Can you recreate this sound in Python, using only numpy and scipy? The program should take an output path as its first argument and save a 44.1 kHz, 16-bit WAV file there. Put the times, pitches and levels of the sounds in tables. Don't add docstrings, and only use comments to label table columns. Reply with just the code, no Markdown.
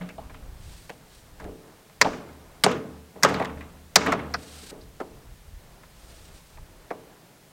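import sys
import numpy as np
from scipy import signal
from scipy.fft import rfft, irfft, next_fast_len
from scipy.io import wavfile
from scipy.ndimage import uniform_filter1d

SR = 44100
rng = np.random.default_rng(int(sys.argv[2]) if len(sys.argv) > 2 else 0)


def to_wav(s):
    ch = np.atleast_2d(s).T
    pcm = np.round(np.clip(ch, -1, 1) * 32767)
    wavfile.write(sys.argv[1], SR, pcm.astype(np.int16))


def rack_gain(trim_db):
    fader = np.asarray(trim_db, float)
    return 10 ** (fader / 20)


N = 331615
CUT_S = 4.712

# [f/Hz, width/Hz, level/dB]
PIPE_MODES = [(672, 44, 2.5), (1303, 83, -5), (2090, 120, -20.5), (4230, 133, 1), (4460, 300, -0.5),
              (5764, 150, -2.5), (6500, 500, -16), (8460, 1800, -8)]
# [t/s, knock level/dB, crack level/dB, contact/ms, share into the wall/dB]
BLOWS = [(2.013, -1.5, -6.5, 6.3, -15.5), (2.0202, -9, -13, 5.4, -13), (2.637, -5, -3, 9.2, -2.5),
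         (2.6418, -14.5, -14, 8.5, -9.5), (2.6635, -13, -20.5, 1.5, -20), (3.2263, -20, -21.5, 7.2, -20.5),
         (3.2329, -3.5, -3, 11, -4.5), (3.2475, -17.5, -13.5, 3, -18.5), (3.9571, -6.5, 1, 5.3, -13.5),
         (3.9594, -0.5, 3, 5.7, -11.5), (3.9643, -11, -5.5, 3.9, -6)]
# [t/s, knock level/dB, hollow level/dB, crack level/dB, share into the wall/dB]
REBOUNDS = [(2.1297, -31.5, -37.5, -49, 2.5), (2.287, -41.5, -57.5, -56, -10.5),
            (2.7127, -29, -55, -31, -2), (3.2864, -22.5, -31.5, -28.5, -0.5), (3.296, -28, -18.5, -33, -5),
            (3.34, -17.5, -33, -30.5, 2), (3.396, -18.5, -16, -35, -11), (3.4192, -21, -25.5, -37, -5.5),
            (3.4451, -22.5, -39.5, -31, -5.5), (3.4934, -31, -49, -57, -22.5),
            (3.5701, -39.5, -46.5, -53, 4), (3.606, -32.5, -55.5, -41.5, -3.5),
            (4.0094, -23, -40.5, -36.5, 5), (4.0616, -14.5, -26.5, -24.5, 3.5),
            (4.1202, -13.5, -15.5, -23, -14.5), (4.1903, -27, -45, -44.5, -2),
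            (4.338, -23.5, -30, -28.5, -8)]
# [t/s, knock level/dB, crack level/dB, share into the wall/dB]
TICKS = [(0.0106, -34, -58.5, 4), (0.0894, -36.5, -37.5, -6), (0.2962, -40.5, -57, 0.5),
         (0.3421, -37, -53, -5), (0.8939, -27, -31, -14), (1.44, -40, -41, -9), (1.3982, -34.5, -42, -2),
         (1.8965, -45, -53, -3), (5.8332, -42.5, -65, -14), (6.57, -41, -58, -10), (6.9043, -26, -47, -15)]
# [t/s, level/dB, centre f/Hz, contact/ms, share into the wall/dB]
TAPS = [(0.181, -30.5, 750, 6, -6.5), (0.894, -33.5, 600, 13, -16), (1.416, -36, 520, 8.4, -4.5),
        (1.447, -31, 420, 22, -8), (1.479, -39, 317, 5.5, -10), (2.045, -12.5, 790, 11, -12.5),
        (2.069, -17.5, 397, 11, -17.5), (2.663, -6, 590, 6.3, -16.5), (2.679, -24, 384, 7.8, -6.5),
        (3.157, -34, 555, 7.9, -5), (3.247, -2, 920, 14, -25), (3.409, -22, 700, 17, -14),
        (4.079, -16, 680, 28, -13), (4.134, -27, 265, 10, -10), (4.343, -18, 1190, 5.7, -36),
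        (4.619, -49, 247, 8.4, -4.5), (4.713, -37, 477, 10, -2), (5.001, -21, 468, 15.6, -18.5),
        (5.018, -31, 643, 6.9, -25), (6.906, -17, 514, 13.7, -21)]
# [t/s, level/dB, f/Hz]
RINGS = [(0.090, -39.5, 2400), (0.182, -33.5, 750), (0.343, -49, 2890), (0.895, -43, 2870),
         (0.012, -45, 2800), (2.016, -6.5, 4600), (2.014, -7, 1910), (2.014, -10.5, 6500),
         (2.054, -16, 787), (2.638, -7.5, 3410), (2.638, -13, 8540), (2.6371, -9, 4640),
         (2.662, -16.5, 730), (2.716, -29, 3120), (3.232, -6, 5800), (3.234, -17, 1930),
         (3.340, -29.5, 4160), (3.448, -33, 2975), (3.609, -38, 2240), (3.959, -17, 720),
         (3.959, -2.5, 4300), (3.959, -9, 5600), (4.125, -18, 1190), (4.122, -29, 5300), (4.339, -20, 4920),
         (4.341, -22.5, 1424), (4.809, -49, 4500), (4.999, -30, 1204), (6.570, -42, 1000),
         (6.908, -28.5, 1146)]
# [t/s, level/dB, f/Hz]
HUMS = [
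    (3.384, -26.5, 1000),
    (2.667, -21, 436),
    (3.256, -17.5, 420),
    (4.065, -22, 283),
    (4.07, -22, 1100),
    (4.722, -50, 1740),
]
# [f/Hz, level/dB, t60/s]
PANELS = [(151.4, -6, 0.4), (181.6, -1, 0.27), (250.6, -6, 0.5), (279, -6.5, 0.79), (407.4, -2.5, 0.31),
          (441, -1.5, 0.75), (468, -3, 0.47), (624, -1.5, 0.39), (657, -20, 0.85), (812, -6, 0.25),
          (980, -11, .35), (1098, -19, 0.22), (1260, -9.5, 0.19)]
# [f/Hz, level/dB, t60/s, build-up/ms]
SHED_WASH = [(152.3, -3.5, 1, 13), (272.3, -0.5, 0.75, 20), (506, -3.5, 0.62, 11), (1000, -5.5, 0.44, 15.2),
             (2065, -15.5, 0.4, 24), (3200, -8.5, 0.38, 10), (5370, -13.5, 0.33, 7.1),
             (10900, -25, 0.19, 4)]
# [t/s, frame level/dB, rumble level/dB, grit level/dB]
SHAKES = [
    (2.012, -49, -42, -46),
    (2.638, -45.5, -52.5, -61),
    (3.234, -40, -44.5, -45.5),
    (3.96, -39, -36.5, -42.5),
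]
# [t/s, f/Hz, level/dB, t60/s]
PANEL_FLEX = (0.006, 178, -21, .2)
# [t/s, level/dB]
WIND_LEVELS = [(0.0, -54), (0.12, -50), (0.2, -50.5), (0.55, -41), (0.76, -44), (0.9, -68), (1.44, -49.5),
               (1.93, -69), (2.05, -54.5), (3.1, -69), (3.271, -59), (4.63, -60.5), (4.75, -55),
               (5.401, -51.5), (5.95, -61), (6.18, -51), (7.0, -59), (7.3, -70)]
# [peak t/s, level/dB, rise/s, fall/s]
SWELLS = [
    (.74, -55, .13, .14),
    (1.15, -61, 0.057, 0.088),
    (4.52, -49, 0.14, 0.28),
    (6.18, -57, .2, 0.16),
    (6.37, -61, 0.027, 0.055),
    (4.7, -53, .02, .02),
    (6.528, -64.5, 0.057, .05),
]
# [f/Hz, width/Hz, level/dB]
RUSTLE_MODES = [(1500, 1500, -2), (4300, 2400, 1.5), (8750, 1840, -0.5), (13420, 2600, -12)]
# [f/Hz, level/dB per Hz]
HISS_COLOUR = [(59, -36.5), (100, -3), (163, 4), (283, -18.5), (1200, -18), (1650, -15), (4570, -19),
               (16000, -23.5)]


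def pipe():
    direct, push = np.zeros((2, N + SR))
    for s, wall_db, contact_ms, rise_ms, parts in knocks() + taps():
        sound = contact(contact_ms, parts, rise_ms)
        shift = 1 + 0.05 * rng.standard_normal()
        start = int(s * SR)
        at = slice(start, start + len(sound))
        direct[at] += shaped(sound, lambda f: 0.83 + 0.47 * resonances(f * shift, PIPE_MODES))
        slow_part = (parts[0][0] - 10, 120, 400, 1)
        kick = shove(parts + [slow_part])
        push[start:start + len(kick)] += rack_gain(wall_db + 7.5) * kick
    tones = [(s, db, hz, 3 - 0.31 * db) for s, db, hz in RINGS]
    tones += [(s, db, hz, 72) for s, db, hz in HUMS]
    for s, db, hz, contact_ms in tones:
        sound = contact(contact_ms, [(db, hz / 1.206, hz * 1.171, 1)], rise_ms=0.1)
        start = int(s * SR)
        direct[start:start + len(sound)] += sound
    return direct[:N], push[:N]


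def knocks():
    hits = [(s, db, db - 11.5, crack_db, contact_ms, 0.1, wall_db)
            for s, db, crack_db, contact_ms, wall_db in BLOWS]
    hits += [(s, db, hollow_db, crack_db, 8.9, 2.7, wall_db)
             for s, db, hollow_db, crack_db, wall_db in REBOUNDS]
    hits += [(s, db, db - 6.5, crack_db, 10.5, 0.1, wall_db)
             for s, db, crack_db, wall_db in TICKS]
    contacts = []
    for s, knock_db, hollow_db, crack_db, contact_ms, rise_ms, wall_db in hits:
        # (peak dB, low Hz, high Hz, stretch of the contact)
        parts = [(hollow_db, 400, 900, 1.4),
                 (knock_db, 900, 2200, 1.0),
                 (crack_db - 2.0, 3500, 8000, 0.8),
                 (crack_db - 10.0, 8000, 14500, 0.22),
                 (knock_db - 21.5, 2200, 3500, 0.8),
                 (hollow_db - 17, 110, 350, 2.5)]
        contacts.append((s, wall_db, contact_ms, rise_ms, parts))
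    return contacts


def taps():
    contacts = []
    for s, db, hz, contact_ms, wall_db in TAPS:
        parts = [(db, hz / 1.86, hz * 1.81, 1.2),
                 (db - 9.0, hz * 1.4, hz * 3.5, 0.6),
                 (db - 23, 3000, 9000, 0.6)]
        contacts.append((s, wall_db, contact_ms, 0.94, parts))
    return contacts


def contact(contact_ms, parts, rise_ms, size=8192):
    t = np.arange(size) / SR
    noise = rng.standard_normal(size)
    grain = rng.exponential(size=size // 16)
    chatter = noise * np.repeat(rack_gain(3.45 * grain), 16) * (1 - np.exp(-t * 1000 / rise_ms))
    out = np.zeros(size)
    for db, lo_hz, hi_hz, stretch in parts:
        hold_ms = max(contact_ms, 0.5) * stretch
        burst = band(chatter * np.exp(-(t * 1000 / hold_ms) ** 1.18), lo_hz, hi_hz)
        out += rack_gain(db + 1.5) * burst / np.abs(burst).max()
    return out


def shove(parts, size=2048):
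    out = np.zeros(size)
    for db, lo_hz, hi_hz, _ in parts:
        kick = band(signal.unit_impulse(size), lo_hz, hi_hz, order=2)
        out += rack_gain(db) * kick / np.abs(kick).max()
    return out


def wall(push):
    t = np.arange(int(1.5 * SR)) / SR
    rings, wash = np.zeros((2, len(t)))
    for hz, db, t60 in PANELS:
        rings += rack_gain(db) * np.sin(2 * np.pi * (hz * t + rng.random())) * decay(t, t60)
    for hz, db, t60, rise_ms in SHED_WASH:
        noise = unit(shaped(rng.standard_normal(len(t)), lambda f: bump(f, hz, 0.48)))
        build_up = 1 - np.exp(-t * 1000 / rise_ms)
        wash += rack_gain(db) * noise * np.sqrt(hz / 1000) * decay(t, t60) * build_up
    rings *= rack_gain(-16.5) * (1 - np.exp(-t / 0.0017))
    wash *= rack_gain(-11.5 + 1.5 * walk(83)[:len(t)])
    answer = (rings + wash) / np.sqrt(SR / 100)
    first = np.arange(N) < CUT_S * SR
    before = signal.fftconvolve(push * first, answer)[:N]
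    after = signal.fftconvolve(push * ~first, answer)[:N]
    return before * first + after


def thump():
    s, hz, db, t60 = PANEL_FLEX
    age = np.maximum(np.arange(N) / SR - s, 0)
    return rack_gain(db) * np.sin(2 * np.pi * hz * age) * (1 - np.exp(-age / 0.015)) * decay(age, t60)


def frame():
    frame_hz, beat_s, lag_s, hold_s, rise_s = 75, 0.28, 0.07, 0.6, 0.06
    t, out = np.arange(N) / SR, np.zeros(N)
    for s, db, _, _ in SHAKES:
        age = t[t >= s] - s
        throb = np.cos(np.pi * (age - lag_s) / beat_s) * (1 - np.exp(-age / rise_s))
        hold = np.exp(-(age / hold_s) ** 3)
        out[t >= s] = rack_gain(db + 2) * hold * throb * np.sin(2 * np.pi * frame_hz * age)
    return out * (t < CUT_S)


def grit():
    sizzle = unit(shaped(rng.standard_normal(N), lambda f: bump(f, 5000, 0.44)))
    return sizzle * sum(swell(s, db, 0.0027, 0.14) for s, _, _, db in SHAKES)


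def rustle():
    grains = rng.standard_normal(N) * rack_gain(2.0 * walk(150))
    level = rack_gain(-68.5) + sum(swell(*row) for row in SWELLS)
    return level * unit(shaped(grains, lambda f: resonances(f, RUSTLE_MODES)))


def wind():
    buffets = shaped(rng.standard_normal(N), lambda f: bump(f, 38, 1.0)) * rack_gain(5.5 * walk(14))
    s, db = np.transpose(WIND_LEVELS)
    gust = rack_gain(np.interp(np.arange(N) / SR, s, db) + 3.5 + 1.1 * walk(4))
    return gust * unit(buffets)


def hush():
    murmur = shaped(rng.standard_normal(N), lambda f: bump(f, 350, 1.365)) * rack_gain(2.6 * walk(12))
    field = rack_gain(-57.5 + 0.5 * walk(3))
    rumble = sum(swell(s, db, 0.003, 0.31) for s, _, db, _ in SHAKES)
    return (field + rumble) * unit(murmur)


def hiss():
    hz, db = np.transpose(HISS_COLOUR)
    noise = shaped(rng.standard_normal(N), lambda f: rack_gain(np.interp(np.log(f), np.log(hz), db)))
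    return rack_gain(-56.5) * unit(noise)


def swell(s, db, rise_s, fall_s):
    t = np.arange(N) / SR
    same_scene = (t < CUT_S) == (s < CUT_S)
    return rack_gain(db) * np.exp(-((t - s) / np.where(t < s, rise_s, fall_s)) ** 2) * same_scene


def decay(t, t60):
    return np.exp(-np.log(1000) * t / t60)


def unit(x):
    return x / np.sqrt(np.mean(x ** 2) + 1e-20)


def shaped(x, gain):
    n = next_fast_len(len(x))
    f = np.arange(n // 2 + 1) * SR / n + 1
    return irfft(rfft(x, n) * gain(f), n)[:len(x)]


def bump(f, hz, octaves):
    return np.exp(-0.5 * (np.log2(f / hz) / octaves) ** 2)


def resonances(f, modes):
    total = 0
    for k, (hz, width, db) in enumerate(modes):
        total = total + (-1) ** k * rack_gain(db) * 1j * f * width / (hz ** 2 - f ** 2 + 1j * f * width)
    return total


def walk(rate):
    k = int(SR / rate)
    held = np.repeat(rng.standard_normal(N // k + 1), k)
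    return 1.01 * uniform_filter1d(uniform_filter1d(held, k), k)[:N]


def band(x, lo_hz, hi_hz, order=3):
    return signal.sosfilt(signal.butter(order, [lo_hz, hi_hz], "band", fs=SR, output="sos"), x)


def scene():
    direct, push = pipe()
    shed = wall(push) + thump() + frame() + grit()
    surroundings = rustle() + wind() + hush() + hiss()
    return (direct + shed + surroundings)[None]


def band_limit(x):
    return signal.sosfilt(signal.butter(12, 16330, fs=SR, output="sos"), x)


def record(dry):
    rounded = 1.25 * np.tanh(dry / 1.25)
    top_cut = signal.ellip(8, 0.2, 60, 16100, fs=SR, output="sos")
    return band_limit(signal.sosfilt(top_cut, rounded))


dry = scene()
out = record(dry)
to_wav(out)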